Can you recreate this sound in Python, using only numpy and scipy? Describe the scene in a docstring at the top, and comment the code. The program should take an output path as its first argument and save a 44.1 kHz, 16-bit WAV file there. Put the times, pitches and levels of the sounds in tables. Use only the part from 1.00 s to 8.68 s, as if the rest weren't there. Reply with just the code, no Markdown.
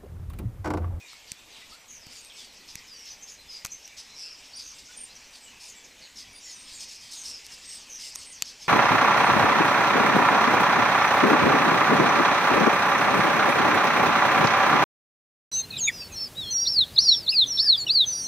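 """A soft outdoor wash and the babble of a large starling flock go on throughout, behind nearer calls.
The nearest birds whistle, rasp, buzz, chirp and yelp by blowing air through the syrinx, their two-sided
voice box; a garden wall and hedge throw the calls back. A hand-held camera, whose one microphone hears
it all, whines faintly, and now and then its plastic case clicks sharply."""
import sys
import numpy as np
from scipy import signal
from scipy.fft import rfft, irfft, next_fast_len
from scipy.io import wavfile
from scipy.ndimage import uniform_filter1d

SR = 44100
rng = np.random.default_rng(int(sys.argv[2]) if len(sys.argv) > 2 else 0)


def materialize(psi):
    """Save the field psi as 16-bit PCM at rate SR to the path in sys.argv[1].

    A 1-D psi becomes a single channel; in a 2-D psi each row is a channel.
    """
    bounded = np.clip(np.atleast_2d(psi).T, -1, 1)
    quanta = np.round(bounded * 32767).astype(np.int16)
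    wavfile.write(sys.argv[1], SR, quanta)


N = 338688
TIME = np.arange(N) / SR


def gain_of(db):
    """Turns decibels into a number to multiply by."""
    return 10 ** (np.asarray(db) / 20)


def unit_rms(x):
    """Scales a sound to an average strength (rms) of 1."""
    return x / np.sqrt(np.mean(x ** 2) + 1e-20)


def at_frequency(points, hz):
    """Looks up values between a table's frequencies, spaced by octaves."""
    f, value = np.transpose(points)
    return np.interp(np.log(hz + 1), np.log(f + 1), value)


def add(mix, start_s, sound):
    """Mixes a sound in at its start time."""
    part = mix[max(round(start_s * SR), 0):][:len(sound)]
    part += sound[:len(part)]


def play(table, call):
    """Makes one call for each row; the first column says when."""
    out = np.zeros(N)
    for start_s, *settings in table:
        add(out, start_s, call(*settings))
    return out


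def band(x, hz, width_hz):
    """Keeps the sound near one frequency, at an rms of 1."""
    size = next_fast_len(len(x))
    f = np.fft.rfftfreq(size, 1 / SR)
    peak = 1 / (1 + ((f - hz) / width_hz) ** 2) ** 2
    return unit_rms(irfft(rfft(x, size) * peak, size)[:len(x)])


def noise(n):
    """White noise, at most half a second."""
    return rng.standard_normal(SR // 2)[:n]


def wander(n, rate_hz):
    """A random drift of about size 1."""
    return np.interp(np.arange(n) * rate_hz / SR, np.arange(512), rng.standard_normal(512))


def progress(length_s):
    """Runs from 0 to 1 through a call; named u below."""
    return np.linspace(0, 1, int(np.clip(length_s, .005, .45) * SR))


def swell(u, roundness):
    """Fades a call in and out; less roundness gives a flatter top."""
    return unit_rms(abs(np.sin(np.pi * u)) ** roundness * signal.windows.tukey(len(u), .42))


def phase(hz):
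    """The angle a wave has turned through as its pitch changes."""
    return 2 * np.pi * np.cumsum(hz) / SR


def glide(u, hz, octaves):
    """A pitch that slides steadily, passing hz halfway."""
    return hz * 2 ** (octaves * (u - .5))


# tone colour of the open air and the farthest birds: f/Hz, relative level/dB
AIR_COLOUR = [(25, 3), (59, 2), (140, -7.5), (253, -0.5), (349, -6), (500, -3), (650, -6), (900, -3.5),
              (1400, -8), (2500, 1), (4000, -6), (5700, -5), (8100, -10.5), (10600, -19), (12200, -18.5),
              (15500, -24.5)]
# how hard the flock chatters: t/s, relative level/dB
CHATTER_WAVES = [(0, 1), (.6, -1.5), (.92, -5.5), (1.35, 7), (2.3, -2.5), (2.9, 4), (3.45, 9), (4.6, 2),
                 (4.95, 0.5), (5.8, 13), (6.3, 7), (6.82, 9), (7.25, 10), (7.6, 4)]


def outdoor_air(level_db=-52.5, patchy_db=1.79, babble_share=0.42, size=1024):
    """A soft wash with drifting patches; its treble, the farthest birds, ebbs with the chatter."""
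    hz = np.fft.rfftfreq(size, 1 / SR)
    real, imag, patches = rng.standard_normal((3, len(hz), 4 * N // size + 5))
    patches = uniform_filter1d(patches, size=10, axis=0)  # smooth across pitch
    patches = unit_rms(uniform_filter1d(patches, size=14, axis=1))  # and across time
    chatter = np.interp(np.linspace(0, N / SR, real.shape[1]), *np.transpose(CHATTER_WAVES))
    bird_range = np.exp(-((hz - 5600) / 2300) ** 2)
    babble_db = babble_share * np.outer(bird_range, chatter)
    colour_db = at_frequency(AIR_COLOUR, hz)[:, None] + patchy_db * patches + babble_db
    spectrum = (real + 1j * imag) * gain_of(colour_db)
    wash = signal.istft(spectrum, nperseg=size, noverlap=size - size // 4)[1][:N]
    return gain_of(level_db) * unit_rms(wash)


def far_flock(calls_per_kind=130):
    """Distant birds call at random: mellow whistles go on evenly, shrill calls come in waves."""
    mellow, shrill = np.zeros((2, N))
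    for _ in range(calls_per_kind):
        low_shift, high_shift, rasp_shift, closeness, slide = rng.uniform(-2, 2, 5)
        length_s = rng.uniform(.03, .09)
        low_hz, high_hz = 2700 * np.exp(.17 * low_shift), 5700 * np.exp(.16 * high_shift)
        calls = [whistle(length_s, high_hz, slide - 1, db=-70),
                 chirp(5700 * np.exp(.06 * high_shift), db=-69),
                 buzz(length_s, high_hz, trill_hz=188, db=-70),
                 rasp(length_s, 3500 * np.exp(.18 * rasp_shift), db=-71.5, hiss_db=-77)]
        gain = gain_of(2.5 * closeness)
        add(mellow, rng.uniform(0, N / SR), gain * whistle(length_s, low_hz, slide, db=-67))
        for call in calls:
            add(shrill, rng.uniform(0, N / SR), gain * call)
    return mellow + shrill * gain_of(np.interp(TIME, *np.transpose(CHATTER_WAVES)))


def camera_whine(pulsing_db=-73, steady_db=-82, sizzle_db=-73, pulse_hz=15, switch_s=2.92):
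    """Faint electronics: a thin sizzle, and a pulsing tone that gives way to a higher, steady one."""
    pulses = np.clip(4 * np.cos(2 * np.pi * pulse_hz * (TIME - .005)), 0, 1)
    pulsing = gain_of(pulsing_db) * unit_rms(pulses * np.sin(2 * np.pi * 11989 * TIME))
    steady = gain_of(steady_db) * unit_rms(np.sin(2 * np.pi * 14987 * TIME))
    sizzle = gain_of(sizzle_db) * band(rng.standard_normal(N), hz=7840, width_hz=170)
    return sizzle + np.where(TIME < switch_s, pulsing, steady)


def sing(hz, rough, waver=0.0094, flutter_db=3.5, overtone_db=-29):
    """One side of the voice box sings an almost pure tone, trembling a little."""
    n = len(hz)
    angle = phase(hz * (1 + waver * wander(n, 230.5) + rough * wander(n, 1007)))
    tone = np.sin(angle) + gain_of(overtone_db) * np.sin(2 * angle)
    return tone * gain_of(flutter_db * wander(n, 232))


# whistles, the low ones from far off: t/s, length/s, middle f/Hz, slide/(octaves per s), level/dB
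WHISTLE_CALLS = [(0, 0.084, 2420, -1.4, -54.5), (.08, 0.1005, 2240, -0.7, -58),
                 (0.609, 0.047, 2000, 0.5, -58.5), (0.711, 0.059, 1341, 5, -57.5),
                 (1.373, .055, 3470, -4, -51.5), (1.86, 0.13, 4880, -2.1, -50.5),
                 (2.373, 0.069, 4100, .6, -56), (2.474, .12, 4950, -1, -46),
                 (2.891, 0.051, 2300, -0.5, -57.5), (3.09, .08, 4050, 0, -56), (3.21, .08, 2680, 1, -54.5),
                 (3.277, 0.095, 5250, -4, -49.5), (3.528, 0.042, 5130, 14.5, -46),
                 (3.883, .037, 1464, 1, -57.5), (4.075, 0.069, 4120, 4.5, -57.5),
                 (4.087, 0.057, 4920, -1, -58), (4.453, 0.071, 2930, -0.5, -56.5), (4.6, .06, 2440, 0, -58),
                 (4.889, 0.047, 4220, -3.5, -61), (5.338, 0.063, 4800, 0, -53.5),
                 (5.395, 0.15, 5420, -1.6, -52.5), (5.478, 0.1, 6350, -4.5, -50),
                 (7.03, 0.049, 2834, -4, -52.5)]


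def whistle(length_s, hz, slide, db):
    """A clear note that slides up or down at a steady rate."""
    u = progress(length_s)
    tone = sing(glide(u, hz, slide * length_s), rough=0.018)
    return gain_of(db) * unit_rms(tone * swell(u, 0.059))


# how long the garden echoes: f/Hz, time to fade by 60 dB/s
ECHO_FADES = [(500, 0.036), (4000, 0.38), (12000, 0.072)]


def garden_echo(x):
    """Wall, house and hedge scatter the calls back; the middle treble lingers longest."""
    bounces = rng.standard_normal(SR // 2) * (rng.random(SR // 2) < .05)
    hz, t, spectrum = signal.stft(bounces, SR, nperseg=256)
    fade = gain_of(-60 * t / at_frequency(ECHO_FADES, hz)[:, None])
    tail = signal.istft(spectrum * fade, SR)[1]
    tail = np.r_[np.zeros(SR // 200), tail]  # arrives 5 ms late
    return signal.fftconvolve(x, tail / np.linalg.norm(tail))[:N]


def squeal(hz, ragged_db=4, overtone_db=-18):
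    """One side of the voice box, blown too hard, gives a rough and broken tone."""
    n = len(hz)
    angle = phase(hz * (1 + .03 * wander(n, 260) + .05 * wander(n, 1600)))
    tone = np.sin(angle) + gain_of(overtone_db) * np.sin(2 * angle)
    return unit_rms(tone * gain_of(ragged_db * np.clip(wander(n, 202), -2, 2)))


def rasp(length_s, hz, db, hiss_db, breath_db=0, puff_hz=160, fall_share=.18):
    """Both sides of the voice box squeal over puffs of air; the open beak lets hiss through."""
    u = progress(length_s)
    beats = phase(puff_hz * (1 + 0.33 * wander(len(u), 202)))
    puffs = noise(len(u)) * gain_of(3 * np.cos(beats) + 2.1 * wander(len(u), 112))
    pitch = hz * (1 + fall_share * (.5 - u))
    voice = unit_rms(squeal(pitch) + gain_of(-5) * squeal(1.2 * pitch))
    throat = unit_rms(voice + gain_of(breath_db) * band(puffs, 0.9 * hz, 1900))
    beak = band(puffs, 8170, 2300) + gain_of(-16.5) * band(puffs, 13500, 2800)
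    return gain_of(db) * throat * swell(u ** 0.68, 0.65) + gain_of(hiss_db) * beak * swell(u, 0.45)


# harsh squawks: t/s, length/s, level before the boost/dB
RASP_CALLS = [(0.071, 0.084, -56), (0.265, 0.078, -55.5), (0.47, 0.23, -57.5), (0.686, 0.082, -55.5),
              (1.082, 0.15, -55), (1.341, 0.14, -55), (1.671, 0.066, -52), (2.036, 0.13, -52.5),
              (2.268, 0.051, -53), (2.486, 0.14, -53), (2.962, 0.06, -47), (3.573, 0.069, -52),
              (3.78, 0.028, -52), (4.323, 0.075, -55.5), (4.586, .14, -53.5), (5.149, 0.1, -49.5),
              (5.483, 0.079, -53.5), (5.666, 0.14, -55), (5.792, 0.061, -47), (5.869, 0.12, -52.5),
              (5.993, .13, -55), (6.102, 0.072, -46.5), (6.223, 0.11, -47), (6.437, 0.04, -54.5),
              (6.504, 0.054, -52), (6.668, 0.14, -53), (6.974, 0.15, -49), (7.172, 0.1, -53),
              (7.439, 0.096, -48.5), (7.587, 0.1, -51.5)]
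# a faint and a loud throat: level before the boost/dB, f/Hz, breath compared with voice/dB
RASP_THROATS = [(-57, 3800, 4), (-54.5, 5100, -3.5)]
# hiss from the beak: t/s, level compared with the throat/dB
BEAK_HISS = [(0, -17), (1.3, -7), (2.05, -29), (3, -15), (4.6, -6), (5.1, -15), (5.55, -8), (7.1, -5.5),
             (7.45, -16)]


def near_rasps(boost_db=3):
    """Squawks that stand out of the flock; the faint ones are farther off, duller and breathier."""
    out = np.zeros(N)
    levels, pitches, breaths = np.transpose(RASP_THROATS)
    for start_s, length_s, db in RASP_CALLS:
        hz, breath_db = np.interp(db, levels, pitches), np.interp(db, levels, breaths)
        hiss_db = db + np.interp(start_s, *np.transpose(BEAK_HISS))
        add(out, start_s, gain_of(boost_db) * rasp(length_s, hz, db, hiss_db, breath_db))
    return out


# notes the camera's case rings with: f/Hz, relative level/dB, time to fade by 60 dB/s
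CASE_NOTES = [(2640, 9, 0.0046), (4590, 0, 0.034), (6320, 28, 0.002), (7360, 19, 0.0013),
              (10860, 14.5, 0.0017)]
# clicks of the case: t/s, snap level/dB, knock level/dB, thud level/dB
CASE_CLICKS = [(0.1323, -39, -37, -53), (0.3184, -16, -52, -31.5), (1.0679, -32, -56, -33.5),
               (1.2486, -30, -61, -68), (1.7553, -18, -47, -31.5), (2.6489, -15.5, -30, -28.5),
               (2.6516, -16, -25.5, -44), (2.6606, -20, -32, -69), (2.668, -25, -45, -62),
               (2.8778, -31, -60, -66), (6.466, -27, -53, -65), (7.154, -24, -44, -66),
               (7.1579, -17.5, -34.5, -64), (7.4227, -6, -25, -35.5)]


def camera_clicks(thud_hz=140, thud_fade_s=0.012, knock_hz=1280, knock_fade_s=0.0077, rattle_s=0.0011):
    """A snap and a brief rattle ring the plastic case; its hollow body knocks and the push thuds."""
    out, t = np.zeros(N), np.arange(SR // 20) / SR
    ring = sum(gain_of(db - 60 * t / fade_s) * np.sin(2 * np.pi * hz * t)
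               for hz, db, fade_s in CASE_NOTES)
    # so small a case gives off little bass
    ring = signal.lfilter(*signal.butter(2, 1700, "high", fs=SR), ring)
    thud = np.sin(2 * np.pi * thud_hz * t) * gain_of(-60 * t / thud_fade_s)
    knock = np.sin(2 * np.pi * knock_hz * t) * gain_of(-60 * t / knock_fade_s)
    knock = signal.lfilter(*signal.butter(1, 350, "high", fs=SR), knock)
    for start_s, snap_db, knock_db, thud_db in CASE_CLICKS:
        rattle = 0.17 * noise(len(t)) * np.exp(-t / rattle_s)
        rattle[0] += 1  # the first sharp hit
        snap = signal.fftconvolve(rattle, ring)[:len(t)]
        snap /= abs(snap).max()
        add(out, start_s, gain_of(snap_db) * snap + gain_of(knock_db) * knock + gain_of(thud_db) * thud)
    return out


# buzzy notes: t/s, length/s, middle f/Hz, trill rate/Hz, level/dB
BUZZ_CALLS = [(0.867, 0.14, 6340, 280, -50), (0.981, 0.14, 4990, 190, -56.5),
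              (1.14, 0.09, 6780, 170, -53.5), (1.292, 0.043, 3310, 150, -52.5),
              (1.911, 0.19, 5490, 200, -52), (2.266, 0.1, 6510, 210, -50), (3.135, 0.18, 5220, 174, -44),
              (3.582, 0.042, 4830, 104, -44), (3.607, 0.14, 6060, 72, -49), (4.147, 0.031, 5870, 96, -50),
              (4.392, 0.11, 7840, 240, -55.5), (4.673, 0.064, 6540, 91, -50),
              (4.737, 0.075, 7500, 130, -56.5), (5.006, 0.069, 4320, 140, -51),
              (5.418, 0.1, 6930, 150, -50.5), (5.727, 0.082, 7000, 110, -50.5),
              (6.135, 0.13, 6400, 220, -46), (6.225, 0.19, 5320, 174, -45), (6.701, 0.046, 5450, 150, -49),
              (6.877, 0.125, 6080, 130, -44.5), (6.97, 0.2, 5190, 140, -49), (7.332, 0.068, 5850, 130, -52)]


def buzz(length_s, hz, trill_hz, db, fall_octaves=.19, arch_share=0.015, throb_db=4.5):
    """A sagging note shaken by a fast, uneven trill; the throat favours its second harmonic, at hz."""
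    u = progress(length_s)
    trill = phase(trill_hz * (1 + .22 * wander(len(u), 152)))
    arch = np.sin(np.pi * u)
    pitch = glide(u, hz, -fall_octaves) * (1 + arch_share * (arch - arch.mean()))
    # each beat of the trill is loudest as its pitch falls
    angle = phase(pitch - 300 * np.sin(trill) + 250 * wander(len(u), 1500))
    strength = gain_of(throb_db * np.cos(trill) + 2 * wander(len(u), 145))
    overtones = np.sin(1.5 * angle) + 0.62 * np.sin(2 * angle)
    tone = gain_of(-21) * np.sin(angle / 2) + np.sin(angle) + gain_of(-19) * overtones
    return gain_of(db) * unit_rms(tone * strength * swell(u, 0.65))


# thin, high calls: t/s, length/s, f/Hz aimed for, roughness/share of the pitch, level/dB
THIN_CALLS = [(1.199, 0.1, 8700, 0.03, -56), (3.558, 0.029, 9460, .007, -49.5),
              (3.956, 0.1, 8980, 0.0085, -43.5), (5.324, 0.093, 9600, 0.015, -56),
              (5.53, 0.15, 8800, 0.012, -56), (5.72, 0.15, 8500, .01, -54), (6.12, 0.17, 8340, .012, -53),
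              (6.635, 0.18, 8390, .009, -48.5), (7.134, 0.079, 8600, 0.045, -49.5),
              (7.245, 0.096, 8800, 0.053, -49.5)]


def thin_call(length_s, hz, rough, db, scoop_share=0.0585, scoop_s=0.0087, sink_per_s=0.21):
    """A fine note scoops up and slowly sinks; the very highest strain the voice and wobble."""
    u = progress(length_s)
    t = u * length_s
    pitch = hz * (1 - scoop_share * np.exp(-t / scoop_s) - sink_per_s * t)
    strain_hz = max(hz - 8950, 0)
    wobble = strain_hz / 2 * np.cos(2 * np.pi * 31 * t)
    return gain_of(db) * unit_rms(sing(pitch + wobble, rough, waver=rough / 2) * swell(u, 0))


# squeaky chirps: t/s, throat f/Hz, level/dB
CHIRP_CALLS = [(1.557, 5250, -55), (1.767, 5000, -50.5), (2.555, 6000, -56), (3.435, 5000, -55),
               (3.847, 5700, -53), (3.93, 6200, -55), (4.837, 5800, -52), (7.32, 6300, -48.5)]


def chirp(hz, db, length_s=0.035, octaves_per_s=25, rough=0.013, flutter_db=1.5):
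    """A low note shoots upward; its overtones pass one by one through the pitch the throat rings at."""
    u = progress(length_s)
    pitch = glide(u, hz / 4, octaves_per_s * length_s) * (1 + rough * wander(len(u), 950))
    harmonics = np.arange(2, 8)[:, None]
    throat = 1 / (1 + (np.log2(harmonics * pitch / hz) / .36) ** 2) ** 2
    tone = (throat * np.sin(harmonics * phase(pitch))).sum(0)
    flutter = gain_of(flutter_db * wander(len(u), 254))
    return gain_of(db) * unit_rms(tone * swell(u, .1) * flutter)


# the course of one yelp: t/s, pitch/share of the settled pitch, relative level/dB
YELP_COURSE = [(0, .84, -16), (.02, .98, -9), (.027, 1.2, -12), (.031, .97, 0), (.042, 1.02, 0),
               (.056, .98, -6), (.08, 1, -14)]
# yelps: t/s, settled f/Hz, level/dB
YELP_CALLS = [(2.073, 6000, -47), (2.195, 6350, -48), (2.689, 6220, -43.5), (2.814, 5810, -51),
              (3.537, 4700, -47)]


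def yelp(hz, db):
    """A whistle climbs until it cracks, then drops onto a louder, warbling note."""
    times, shares, levels_db = np.transpose(YELP_COURSE)
    u = progress(times[-1])
    t = u * times[-1]
    tone = sing(hz * np.interp(t, times, shares), rough=0.027)
    strength = gain_of(np.interp(t, times, levels_db))
    return gain_of(db) * unit_rms(tone * strength * swell(u, 0))


def scene(near_echo_db=-9, far_echo_db=-5):
    """Near birds are fairly clear, far ones blurred by echo; both channels carry the same sound."""
    near = play(CHIRP_CALLS, chirp) + play(WHISTLE_CALLS, whistle) + play(YELP_CALLS, yelp)
    near += play(THIN_CALLS, thin_call) + play(BUZZ_CALLS, buzz) + near_rasps()
    far = far_flock()
    echo = garden_echo(gain_of(near_echo_db) * near + gain_of(far_echo_db) * far)
    mono = near + far + echo + outdoor_air() + camera_clicks() + camera_whine()
    return np.array([mono, mono])


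def record(dry, cutoff_hz=15500):
    """The camera cuts off the very highest treble."""
    lowpass = signal.firwin(511, cutoff_hz, window=("kaiser", 9), fs=SR)
    return signal.oaconvolve(dry, lowpass[None], "same")


dry = scene()
out = record(dry)
materialize(out)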